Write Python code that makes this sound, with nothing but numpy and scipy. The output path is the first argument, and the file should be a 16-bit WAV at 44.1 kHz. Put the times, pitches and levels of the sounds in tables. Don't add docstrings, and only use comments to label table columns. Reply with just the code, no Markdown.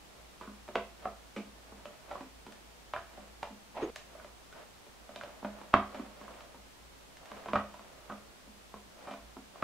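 import sys
import numpy as np
from scipy import signal
from scipy.fft import rfft, irfft, next_fast_len
from scipy.io import wavfile
from scipy.ndimage import uniform_filter1d

SR = 44100
rng = np.random.default_rng(int(sys.argv[2]) if len(sys.argv) > 2 else 0)


def materialize(psi):
    bounded = np.clip(np.atleast_2d(psi).T, -1, 1)
    quanta = np.round(bounded * 32767).astype(np.int16)
    wavfile.write(sys.argv[1], SR, quanta)


N = 424683
TIME = np.arange(N) / SR
SIZE = 32768
HZ = np.fft.rfftfreq(SIZE, 1 / SR)
TOP_HZ = 15720
LEAD_S = .008

# f/Hz, correlation
ROOM_LIKENESS = [(200, 0.96), (1200, 0.87), (3000, 0.21), (8000, 0.13)]


def amp(db):
    return 10 ** (np.asarray(db) / 20)


def unit(x):
    return x / np.sqrt(np.mean(x ** 2) + 1e-20)


def along(points, hz):
    f, v = np.transpose(points)
    return np.interp(np.log(hz + 1), np.log(f + 1), v)


def filtered(x, response):
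    n = x.shape[-1]
    m = next_fast_len(n + SIZE)
    return irfft(rfft(x, m) * response(np.fft.rfftfreq(m, 1 / SR)), m)[..., :n]


def causal(gain):
    cepstrum = irfft(np.log(np.maximum(gain, 1e-6)))
    cepstrum[1:SIZE // 2] *= 2
    cepstrum[SIZE // 2 + 1:] = 0
    return np.exp(rfft(cepstrum))


def stereo(pair, spectrum, alike):
    def mid_side_gain(hz):
        turn = np.arccos(np.clip(along(alike, hz), -1, 1)) / 2
        return amp(along(spectrum, hz)) * [np.cos(turn), np.sin(turn)]

    mid, side = filtered(pair, mid_side_gain)
    return np.array([mid + side, mid - side])


def add(track, s, sound):
    part = track[:, round(s * SR):][:, :sound.shape[-1]]
    part += sound[..., :part.shape[1]]


def contacts():
    # t/s, ring of the struck spot f/Hz, strength level/dB,
    # weight of the hand level/dB, hardness level/dB, time to settle t/s
    bumps = [(0.411, 1110, -46.5, -3, -1.5, 0.021), (0.475, 1470, -52.5, 7.5, -13, .005),
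             (0.679, 676, -51.5, -12, 2, .005), (0.687, 643, -47, -5, -2, 0.0086),
             (0.755, 499, -28, -13.5, 2.5, .004), (1.054, 750, -34, -18, -11.5, 0.0046),
             (1.363, 2390, -44.5, 12.5, 9, 0.022), (1.721, 1060, -57, 6.5, -19, 0.0094),
             (1.855, 2920, -48, -9.5, 5, 0.0046), (2.111, 810, -42, -14, -2.5, .012),
             (2.154, 1040, -45, -15, -15, .005), (2.207, 840, -49, 8, 1, 0.0098),
             (2.465, 890, -53.5, 6, 6, 0.012), (2.936, 1010, -37, -21, 2, 0.0064),
             (2.962, 1660, -40.5, -23, -0.5, 0.015), (3.176, 676, -52.5, -2.5, -8, 0.014),
             (3.429, 870, -39, -12, 2.5, 0.0067), (3.504, 595, -69, 19, -2, 0.0063),
             (4.15, 545, -54.5, -14, -15, 0.0083), (4.197, 1530, -56.5, -14, -2, .005),
             (4.245, 577, -50, -13, -1, 0.0036), (4.525, 1440, -60.5, 0, 9, .005),
             (4.865, 415, -61.5, -5, 2, 0.0039), (5.091, 630, -51.5, -5, -6, 0.01),
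             (5.16, 3700, -48, -15, 10.5, 0.0026), (5.211, 1580, -48, -22, 4.5, .003),
             (5.235, 553, -47.5, -12, 5, 0.003), (5.427, 850, -48.5, 2, -28, 0.0043),
             (5.447, 845, -38.5, -4.5, -2.5, 0.0094), (5.614, 845, -52, -3, -2, .006),
             (5.739, 1140, -20, -9, 0, 0.0028), (5.945, 810, -47, 4, 4, 0.014),
             (5.995, 1100, -52.5, 18, -2, 0.007), (6.212, 1020, -53.5, 4.5, 3, 0.011),
             (6.279, 1000, -49.5, -12, -9, 0.019), (6.406, 1040, -54, -29, 7.5, 0.0027),
             (6.544, 900, -57.5, 3.5, 1, .012), (7.316, 1050, -48.5, -8, 3, 0.0052),
             (7.459, 760, -46, -4.5, -2, 0.0062), (7.484, 1080, -42.5, -6, 1.5, 0.014),
             (7.533, 940, -31, -4.5, -1, 0.008), (7.556, 1166, -27.5, -13, -3, 0.0097),
             (7.74, 900, -51, -25, 0, 0.0095), (7.793, 1160, -55, -2, 0, 0.0046),
             (8.098, 1290, -42.5, -5, -7, 0.013), (8.122, 765, -48.5, -1.5, 1, 0.0053),
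             (8.473, 596, -68.5, 15, -7, 0.0052), (8.74, 1060, -48, 1, -6, .005),
             (9.071, 810, -43, -8.5, -3, 0.024), (9.11, 664, -47.5, -0.5, 6, 0.014),
             (9.138, 1090, -51.5, -19, 3.5, 0.0038), (9.367, 950, -52, 4, -7, 0.0041),
             (9.556, 1000, -55.5, -15, -12, .005), (9.624, 1290, -35, -5, -0.5, 0.0085)]
    # f/Hz, level/dB against the knock, t60/s
    bending = [(59.4, -30, 0.31), (85.8, -20.5, 0.36), (123, -21, 0.23)]
    track, t = np.zeros((2, N)), np.arange(SIZE) / SR
    flex = sum(amp(db - 60 * t / t60) * np.sin(2 * np.pi * f * t) for f, db, t60 in bending)
    for s, ring_hz, db, weight_db, hardness_db, settle_s in bumps:
        levels = registers(ring_hz, db, weight_db, hardness_db)
        sub_db = min(-19.5 - weight_db, -6)
        add(track, s - LEAD_S - .0006, strike(ring_hz, levels, sub_db, settle_s))
        add(track, s, amp(levels[2]) * flex)
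    return track


def registers(ring_hz, db, weight_db, hardness_db):
    # f/Hz, level/dB given to the knock and taken from the body
    knock_lean = [(500, -5.5), (900, -1), (1150, 3), (1600, 5), (2400, -2.5)]
    lean = along(knock_lean, ring_hz)
    snap = db - 9.5 + hardness_db
    tick = -69.5 + 0.54 * (db + 46) + hardness_db
    return np.array([db + weight_db, db - lean, db + lean, snap, tick])


def strike(ring_hz, levels, sub_db, settle_s):
    near = blow(ring_hz, levels, ring_db=10.5, ring_q=2.8, spread_s=0.001019, sub_db=sub_db, top_db=-18.5)
    far = blow(ring_hz, levels, ring_db=8.5, ring_q=6.8, spread_s=0.000988, sub_db=sub_db - 22, top_db=-29)
    response = near + far * rfft(room(build_s=0.003, boom_db=-47))
    shiver_db = -11 + 7.5 * np.log2(settle_s / 0.0038)
    roll = touch(touch_s=0.0008, brush_s=0.0038, brush_db=-17, shiver_s=settle_s, shiver_db=shiver_db)
    return irfft(response * roll)[:, :SIZE // 2]


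def blow(ring_hz, levels, ring_db, ring_q, spread_s, sub_db, top_db):
    register_edges = [150, 400, 900, 1800, 4000, 12000]
    # f/Hz, width f/Hz, lift level/dB
    resonances = [(350, 18, 1.5), (591, 61, 11.5), (681, 41, 5), (748, 61, 5), (1054, 380, 2.5),
                  (1116, 31, 4.5), (1285, 110, 5.5), (1490, 120, 4.5), (2380, 32, 9), (2920, 710, 1.5),
                  (3600, 1100, 1)]
    level_window_s = .011
    edges = np.array(register_edges)
    centres = np.sqrt(edges[1:] * edges[:-1])
    peaks = resonances + [(ring_hz, ring_hz / ring_q, ring_db)]
    colour = amp(sum(db / (1 + (2 * (HZ - f) / width) ** 2) for f, width, db in peaks))
    bands = [(HZ >= lo) & (HZ < hi) for lo, hi in zip(edges, edges[1:])]
    power = np.array([np.sum(colour[band] ** 2) for band in bands])
    density = levels + 10 * np.log10(level_window_s * SR * SIZE / 2 / power)
    bass = [(120, density[0] + sub_db), (195, density[0])]
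    points = [*bass, *zip(centres, density), (TOP_HZ, density[-1] + top_db)]
    lag = np.exp(-4j * np.pi * spread_s * np.sqrt(HZ * centres[2]))
    return causal(colour * amp(along(points, HZ))) * lag


def touch(touch_s, brush_s, brush_db, shiver_s, shiver_db):
    after = np.arange(SIZE) / SR - LEAD_S
    u = np.maximum(after, 0) / touch_s
    landing = u * np.exp(1 - u)
    brush = amp(brush_db) * np.exp(-np.abs(after) / brush_s)
    shiver = amp(shiver_db) * np.exp(-np.abs(after) / shiver_s) * (after > 0)
    roll = rfft(rng.standard_normal(SIZE) * (brush + landing + shiver))
    return roll / np.sqrt(np.abs(uniform_filter1d(np.abs(roll) ** 2, size=400)) + 1e-9)


def room(build_s, boom_db):
    # f/Hz, relative level/dB, t60/s
    low_modes = [(88.4, -17, .4), (206.7, 1.5, 0.4), (265.5, -3, 0.24), (379.5, -6, 0.32), (450, -6, 0.27),
                 (604, -17.5, 0.14), (677, -5, 0.31), (1004, -5, 0.26), (1098, -15, .3), (1220, -9, 0.34)]
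    # f/Hz, t60/s
    decay = [(150, 0.17), (600, 0.31), (1200, 0.3), (3000, 0.34), (10000, 0.31)]
    # f/Hz, level/dB
    tail_gain = [(100, -9), (250, -3.5), (600, -3.5), (1200, -4.5), (2500, -2), (8000, 2)]
    t = np.arange(SIZE) / SR
    hz, when, z = signal.stft(rng.standard_normal((2, SIZE)), SR, nperseg=256)
    fading = z * amp(-60 * when / along(decay, hz)[:, None])
    tail = signal.istft(fading, SR, nperseg=256)[1][:, :SIZE]
    spectrum = rfft(tail * (1 - np.exp(-(t / build_s) ** 2)))
    spectrum /= np.sqrt(np.abs(uniform_filter1d(np.abs(spectrum) ** 2, size=200)))
    modes = sum(amp(db + rng.normal(0, 2) - 60 * t / t60) * np.sin(2 * np.pi * f * t)
                for f, db, t60 in low_modes)
    boom = amp(boom_db) * modes * (1 - np.exp(-t / build_s))
    return stereo(irfft(spectrum), tail_gain, ROOM_LIKENESS) + boom


def nails():
    # t/s, level/dB
    clicks = [(2.522, -63), (3.429, -60.5), (3.959, -52), (7.169, -65.5), (7.256, -65.5)]
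    nail_colour = [-19, 1.5, 2, 6.5, 1]
    track = np.zeros((2, N))
    for s, db in clicks:
        levels = db + np.array(nail_colour)
        add(track, s - LEAD_S, strike(ring_hz=1740, levels=levels, sub_db=-14, settle_s=0.004))
    return track


def slip_train(rate):
    happens = rng.random(N) < rate / SR
    size = amp(4.1 * np.minimum(rng.exponential(size=N), np.e))
    return unit(happens * size * rng.choice([-1, 1], N))


def rubbing():
    # middle t/s, half length t/s (power falls to 1/e), level/dB
    rubs = [(0.19, 0.054, -61), (0.434, 0.017, -54), (1.055, .035, -51.5), (1.852, 0.21, -59.5),
            (2.14, 0.047, -48.5), (2.545, .06, -61), (3.193, 0.093, -57), (4.18, 0.09, -58.5),
            (4.593, 0.041, -51), (5.278, 0.14, -55), (5.574, 0.11, -54), (5.976, 0.082, -50),
            (6.298, 0.16, -53.5), (7.376, 0.11, -50.5), (7.89, 0.29, -58.5), (9.07, .08, -52.5),
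            (9.603, 0.041, -54.5)]
    # f/Hz, relative level/dB per Hz
    slide_colour = [(100, -33), (210, -5), (400, -6), (620, 5), (800, -2.5), (1200, -4.5), (1800, -9.5),
                    (3000, -15), (6000, -29), (14000, -43.5)]
    # f/Hz, relative level/dB per Hz
    tick_colour = [(150, -3), (500, 7.5), (1200, -0.5), (2000, -12), (3500, -13), (6000, -16.5),
                   (14000, -31.5)]
    power = sum(amp(db) ** 2 * np.exp(-((TIME - s) / half) ** 2) for s, half, db in rubs)
    pressure = np.sqrt(power)
    ahead = np.array([[1], [0]])
    grain = slip_train(rate=400) * ahead + 1.24 * rng.standard_normal((2, N))
    slide = unit(stereo(grain, slide_colour, [(200, 0.28), (1200, 0.21), (4000, 0.12)]))
    ticks = unit(stereo(slip_train(rate=64) * ahead, tick_colour, [(200, .9)]))
    return pressure * (slide + amp(-12.5) * ticks)


def groan(slip_rate, ring_cycles, rough, scrape_db):
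    # t/s, level/dB before a trim of -0.5 dB, ring f/Hz
    stick_slip = [(3.745, -54, 900), (3.774, -35, 720), (3.795, -40, 650), (3.813, -39, 567),
                  (3.83, -32, 326), (3.865, -43.5, 374), (3.9, -44.5, 387), (3.915, -74, 360)]
    # f/Hz, relative level/dB per Hz
    scrape_colour = [(100, -40), (230, 10), (900, 12), (1500, 1.5), (2700, 0), (5000, -15), (14000, -44)]
    s, db, ring_hz = np.transpose(stick_slip)
    track, t = np.zeros((1, N)), np.arange(SIZE // 16) / SR
    chance = rng.standard_normal((80, 3))
    for k, (late, size, detune) in enumerate(chance):
        start = s[0] + (k + rough * late) / slip_rate
        cycles = np.interp(start, s, ring_hz) * np.exp(0.12 * detune) * t
        envelope = np.exp(-cycles / ring_cycles) * (1 - np.exp(-2 * cycles))
        add(track, start, amp(2 * size) * np.sin(2 * np.pi * cycles) * envelope)
    sounding = (TIME > s[0]) & (TIME < s[-1])
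    slips = track[0] / np.std(track[0, sounding])
    scrape = unit(stereo(rng.standard_normal((2, N)), scrape_colour, ROOM_LIKENESS))
    level = amp(np.interp(TIME, s, db - 0.5, left=-120, right=-120))
    return (slips + amp(scrape_db) * scrape) * level


def squeak(s, half_s, hz, width_hz, db):
    line = unit(filtered(rng.standard_normal(N), lambda f: np.exp(-((f - hz) / width_hz) ** 2)))
    return amp(db) * line * np.exp(-((TIME - s) / half_s) ** 2)


def background(hiss_db, rumble_db, hum_db, hum_hz):
    # f/Hz, relative level/dB per Hz
    hiss_colour = [(60, -10), (130, -8), (210, -7), (320, -9), (640, -9.5), (1000, -11.5), (1600, -15),
                   (3200, -17), (8000, -23), (15600, -31.5)]
    # f/Hz, correlation
    hiss_likeness = [(150, 0), (700, 0), (1500, 0), (3000, 0), (8000, 0)]
    # f/Hz, relative level/dB per Hz
    rumble_colour = [(15, -7), (30, -2), (45, -2), (58, 16.5), (68, -12), (82, -22), (130, -32), (250, -44)]
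    hiss = unit(stereo(rng.standard_normal((2, N)), hiss_colour, hiss_likeness))
    rumble = unit(stereo(rng.standard_normal((2, N)), rumble_colour, [(50, 0.76)]))
    waver = unit(filtered(rng.standard_normal(N), lambda hz: np.exp(-(hz / 4) ** 2)))
    hum = np.sin(2 * np.pi * hum_hz * TIME + 0.25 * waver)
    return amp(hiss_db) * hiss + amp(rumble_db) * rumble + amp(hum_db) * hum


def scene():
    rubber = groan(slip_rate=260, ring_cycles=1.35, rough=0.415, scrape_db=-5.5)
    rubber = rubber + squeak(s=3.84, half_s=0.016, hz=6530, width_hz=120, db=-57.0)
    hands = contacts() + nails() + rubbing() + rubber
    floor = background(hiss_db=-56.0, rumble_db=-66.5, hum_db=-63.5, hum_hz=57.0)
    return hands * amp([[-.7], [.7]]) + floor * amp([[-.25], [.25]])


def record(dry):
    return filtered(dry, lambda hz: hz < TOP_HZ)


dry = scene()
out = record(dry)
materialize(out)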